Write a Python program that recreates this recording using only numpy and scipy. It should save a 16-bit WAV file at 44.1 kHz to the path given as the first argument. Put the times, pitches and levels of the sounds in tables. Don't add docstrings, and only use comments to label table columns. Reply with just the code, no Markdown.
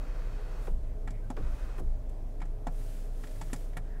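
import sys
import numpy as np
from scipy import signal
from scipy.io import wavfile

SR = 44100
rng = np.random.default_rng(int(sys.argv[2]) if len(sys.argv) > 2 else 0)


def transcribe(signal):
    frames = np.atleast_2d(signal).T
    limited = np.clip(frames, -1, 1)
    pcm = np.round(limited * 32767).astype(np.int16)
    wavfile.write(sys.argv[1], SR, pcm)


N = 176400
T = np.arange(N) / SR

# start and stop in seconds, then whir, gear whistle and panel throb in dB.
MOTOR_RUNS = [(-.1, 0.686, -54.5, -73.5, -37.5), (1.365, 1.798, -54.5, -100, -38)]
SPIN_UP_S, SPIN_DOWN_S, WHISTLE_HZ, THROB_HZ = 0.0087, 0.023, 4432, 41
# frequency in Hz, relative level in dB.
WHIR_SPECTRUM = [(200, -4.5), (450, 0.5), (700, -2.5), (1000, -3.5), (1300, -2.5), (2000, -10.5),
                 (3000, -16.5), (4200, -20.5), (6000, -21.5), (10000, -29), (15500, -35)]
# pitch in Hz, peak level in dB.
WHINE_TONES = [(506, -63.5), (1222, -74), (2530, -70.5), (3795, -81)]
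# time in seconds, level in dB.
SEAL_HISS = [(0, -95), (.54, -78), (.63, -65), (.68, -63), (.78, -80), (1.36, -96), (1.52, -68),
             (1.66, -69), (1.74, -85), (1.8, -58), (1.83, -99)]

# time in seconds, clunk level in dB, boom level in dB.
DRIVE_CLUNKS = [(.668, -38.5, -22), (1.365, -37.5, -22), (1.779, -39.5, -20.5)]
# frequency in Hz, relative level in dB.
CLUNK_SPECTRUM = [(70, -5), (130, 7.5), (260, 1), (430, 3.5), (800, -5.5), (1400, -6), (2500, -20),
                  (5000, -27.5), (15000, -36)]
CLUNK_ATTACK_S, CLUNK_T60_S = .009, 0.097
HOUSING_HZ, HOUSING_DB, HOUSING_ATTACK_S, HOUSING_T60_S = 430, -7.5, .018, 0.13
# pitch in Hz, relative level in dB, T60 in seconds.
ROOF_TONES = [(22.77, -1, 0.62), (51.9, -10.5, 1.53)]

# time in seconds, then thump, knock, clack, snap and top treble in dB,
# then contact time in seconds.
SWITCH_CLICKS = [(1.0734, -52, -45, -37.5, -53.5, -57, 0.0038),
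                 (1.1054, -48.5, -69, -51, -47.5, -54, 0.0006),
                 (1.3023, -36.5, -36, -44, -46.5, -49, 0.00052), (2.092, -82, -79, -61, -59, -53, .003),
                 (2.401, -78, -66, -50, -58, -68, 0.0037), (2.415, -54.5, -42, -38.5, -57, -59, 0.0047),
                 (2.4545, -66, -57, -55, -59, -62, 0.00055), (2.6684, -38.5, -32.5, -39, -45, -50, 0.0015),
                 (3.236, -49.5, -49.5, -40, -53, -67, 0.0034), (3.27, -76, -64, -50, -52, -59, 0.0023),
                 (3.3092, -70, -60, -53, -56, -59, .003), (3.358, -70, -63, -51.5, -59, -58, .002),
                 (3.412, -58, -40, -39.5, -40.5, -52, 0.0028), (3.4977, -70, -56, -47, -72, -69, .002),
                 (3.5303, -37.5, -39, -35.5, -35, -35.5, 0.0016), (3.5602, -55, -66, -51, -46, -51, 0.0011),
                 (3.7315, -70, -71, -49.5, -62, -70, 0.0023), (3.7671, -51.5, -40, -34, -46, -37.5, 0.0038)]
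CLICK_RANGES_HZ = [280, 830, 1900, 6500, 13000]
# pitch in Hz, relative level in dB, T60 in seconds.
SWITCH_TONES = [(185, -1.5, 0.043), (253.5, 9, 0.064), (723, -3.5, 0.094), (825, -1, 0.066),
                (894, -6.5, 0.053), (1347, -9.5, 0.072), (1709, -10.5, 0.068), (1886, -7, 0.037),
                (2251, -12.5, 0.07), (3463, -15, 0.04), (7180, -19, 0.06), (7470, -6.5, 0.041),
                (7700, -17.5, 0.082), (9660, -12, 0.042)]
# frequency in Hz, relative level in dB.
CRACK_SPECTRUM = [(150, 12), (260, -35), (500, 9.5), (850, 6), (1900, -2), (3000, -6.5), (4300, -6.5),
                  (8000, -3.5), (11000, -8), (15500, -34)]
RING_DB, CRACK_DB, CRACK_T60_S = -2, -0.5, 0.079
CABIN_TONE_HZ, CABIN_TONE_DB = 159, -3.5

# start and end in seconds, level in dB, fade-in and fade-out in seconds.
CLOTH_STROKES = [(2.66, 3.203, -61, 0.14, 0.23), (3.12, 3.775, -61.5, 0.11, .17)]
# frequency in Hz, relative level in dB.
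RUB_SPECTRUM = [(500, -28.5), (1000, 8.5), (2000, 9.5), (3500, 7), (5000, 6), (7500, 7), (10000, 7.5),
                (13500, 2), (15500, 0)]

# multiple of the firing rate, average (rms) level in dB.
ENGINE_TONES = [(1, -34.5), (2, -54.5)]
FIRING_HZ = 29.05
# frequency in Hz, relative level in dB.
AIR_SPECTRUM = [(25, -55.5), (50, -61.5), (75, -70.5), (125, -70.5), (190, -76), (320, -78), (500, -81),
                (700, -84), (1000, -93), (1600, -98.5), (2500, -104), (4000, -108), (7000, -109),
                (11000, -112), (15500, -115)]
AIR_DB = -45
# pitch in Hz, width in Hz, average (rms) level in dB.
AIR_HUMS = [(104, 7.9, -52.5), (126.4, 22.8, -59.5), (261.2, 19, -65.5), (421.9, 18, -62.5), (494, 20, -69),
            (615.5, 122, -62.5)]
# start and end in seconds, pitch and width in Hz, level in dB.
FAINT_RUSTLES = [(.8, 0.98, 1970, 700, -72.5), (1.08, 1.226, 2040, 600, -66),
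                 (1.193, 1.295, 1564, 120, -64.5), (3.807, 4.1, 1690, 454, -65)]
RUSTLE_FADE_S, CUTOFF_HZ = 0.063, 15700


def sunroof_motor():
    grain = 1 + 0.067 * drift(40)
    whir = noise(WHIR_SPECTRUM, flicker_db=0.74) * grain
    speed = 1 + .0045 * drift(64)
    phase_per_hz = 2 * np.pi * np.cumsum(speed) / SR
    whine = sum(from_db(db + 2 * drift(50)) * np.sin(hz * phase_per_hz) for hz, db in WHINE_TONES)
    seal_db = np.interp(T, *np.transpose(SEAL_HISS))
    out = from_db(seal_db) * noise(RUB_SPECTRUM)
    for start, stop, whir_db, whistle_db, throb_db in MOTOR_RUNS:
        whistle = from_db(whistle_db) * np.sin(WHISTLE_HZ * phase_per_hz)
        throb = from_db(throb_db) * np.sin(THROB_HZ * phase_per_hz)
        running = fade_in_out(start, stop, SPIN_UP_S, SPIN_DOWN_S)
        out += running * (from_db(whir_db) * whir + whine + whistle + throb)
    return out


def sunroof_clunks():
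    out, bands = np.zeros(N), noise_bands(CLUNK_SPECTRUM)
    for start, clunk_db, boom_db in DRIVE_CLUNKS:
        age = T - start
        span = slice(int(start * SR), int(start * SR) + SR // 3)
        for hz, band in bands:
            slowness = (1000 / hz) ** 0.68
            shape = strike(age[span], CLUNK_ATTACK_S * slowness, CLUNK_T60_S * slowness)
            out[span] += from_db(clunk_db) * shape * band[span]
        out += ring(age, HOUSING_HZ, clunk_db + HOUSING_DB, HOUSING_ATTACK_S, HOUSING_T60_S)
        for hz, db, t60 in ROOF_TONES:
            out += ring(age, hz, boom_db + db, attack_s=0.073, t60_s=t60)
    return out


def switch_clicks():
    out, bands = np.zeros(N), noise_bands(CRACK_SPECTRUM)
    for start, *range_db, contact_s in SWITCH_CLICKS:
        span = slice(int(start * SR), int(start * SR) + SR // 5)
        age = np.maximum(T[span] - start, 0)
        force = list(zip(CLICK_RANGES_HZ, range_db))
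        for hz, db, t60 in SWITCH_TONES:
            tone_db = RING_DB + db + db_at(force, hz)
            out[span] += ring(age, hz, tone_db, contact_s, t60, phase=rng.random())
        cabin_db = CABIN_TONE_DB + np.mean(range_db[1:3])
        out[span] += ring(age, CABIN_TONE_HZ, cabin_db, attack_s=0.015, t60_s=0.17)
        for hz, band in bands:
            t60 = CRACK_T60_S * (1000 / hz) ** 0.17
            out[span] += from_db(CRACK_DB + db_at(force, hz)) * strike(age, contact_s, t60) * band[span]
    return out


def cloth_brushing():
    pressure = sum(from_db(db) * fade_in_out(start, end, fade_in, fade_out)
                   for start, end, db, fade_in, fade_out in CLOTH_STROKES)
    return pressure * noise(RUB_SPECTRUM)


def engine_idle():
    firings = np.cumsum(FIRING_HZ * (1 + .006 * drift(2.4))) / SR
    out = np.zeros(N)
    for multiple, db in ENGINE_TONES:
        peak = np.sqrt(2) * from_db(db + .7 * drift(2.8))
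        out += peak * np.sin(2 * np.pi * (multiple * firings + rng.random()))
    return out


def ventilation():
    hums = sum(from_db(db) * pitched_noise(hz, width) for hz, width, db in AIR_HUMS)
    return from_db(AIR_DB) * noise(AIR_SPECTRUM, flicker_db=1) + hums


def rustles():
    out = np.zeros(N)
    for start, end, hz, width, db in FAINT_RUSTLES:
        swell = fade_in_out(start, end, RUSTLE_FADE_S, RUSTLE_FADE_S)
        out += from_db(db) * swell * pitched_noise(hz, width)
    return out


def from_db(db):
    return 10 ** (np.asarray(db) / 20)


def rms_one(x):
    return x / np.sqrt(np.mean(x ** 2) + 1e-20)


def db_at(spectrum, hz):
    row_hz, row_db = np.transpose(spectrum)
    return np.interp(np.log(hz), np.log(row_hz), row_db)


def drift(rate_hz):
    step = 40
    memory = np.exp(-2 * np.pi * rate_hz * step / SR)
    white = rng.standard_normal(N // step + 2002)
    slow = signal.lfilter([1], [1, -2 * memory, memory ** 2], white)[2000:]
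    return np.interp(np.arange(N) / step, np.arange(len(slow)), rms_one(slow))


def noise_bands(spectrum):
    edges = 20 * 2 ** (np.arange(30) / 3)
    centres = np.sqrt(edges[1:] * edges[:-1])
    white = rng.standard_normal((2, N + SR // 4))
    bands = []
    for k, hz in enumerate(centres):
        band_pass = signal.butter(2, edges[k:k + 2], "band", fs=SR, output="sos")
        bands.append(from_db(db_at(spectrum, hz)) * signal.sosfilt(band_pass, white[k % 2])[-N:])
    return list(zip(centres, np.array(bands) / sum(bands).std()))


def noise(spectrum, flicker_db=0):
    return rms_one(sum(band * from_db(flicker_db * drift(4.7)) for _, band in noise_bands(spectrum)))


def pitched_noise(hz, width_hz):
    r = np.exp(-np.pi * width_hz / SR)
    resonance = [1, 0, -1, 1, -2 * r * np.cos(2 * np.pi * hz / SR), r * r]
    return rms_one(signal.sosfilt([resonance, resonance], rng.standard_normal(N + SR))[-N:])


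def fade_in_out(start, end, fade_in_s, fade_out_s):
    return np.clip((T - start) / fade_in_s, 0, 1) * np.clip((end - T) / fade_out_s, 0, 1)


def strike(age, attack_s, t60_s):
    return np.clip(age / attack_s, 0, 1) * from_db(-60 * np.clip((age - attack_s) / t60_s, 0, 3))


def ring(age, hz, db, attack_s, t60_s, phase=0):
    return from_db(db) * strike(age, attack_s, t60_s) * np.sin(2 * np.pi * (hz * age + phase))


def scene():
    sunroof = sunroof_motor() + sunroof_clunks()
    return (sunroof + switch_clicks() + cloth_brushing() + engine_idle() + ventilation() + rustles())[None]


def record(dry):
    return signal.sosfilt(signal.ellip(12, .1, 80, CUTOFF_HZ, fs=SR, output="sos"), dry)


dry = scene()
out = record(dry)
transcribe(out)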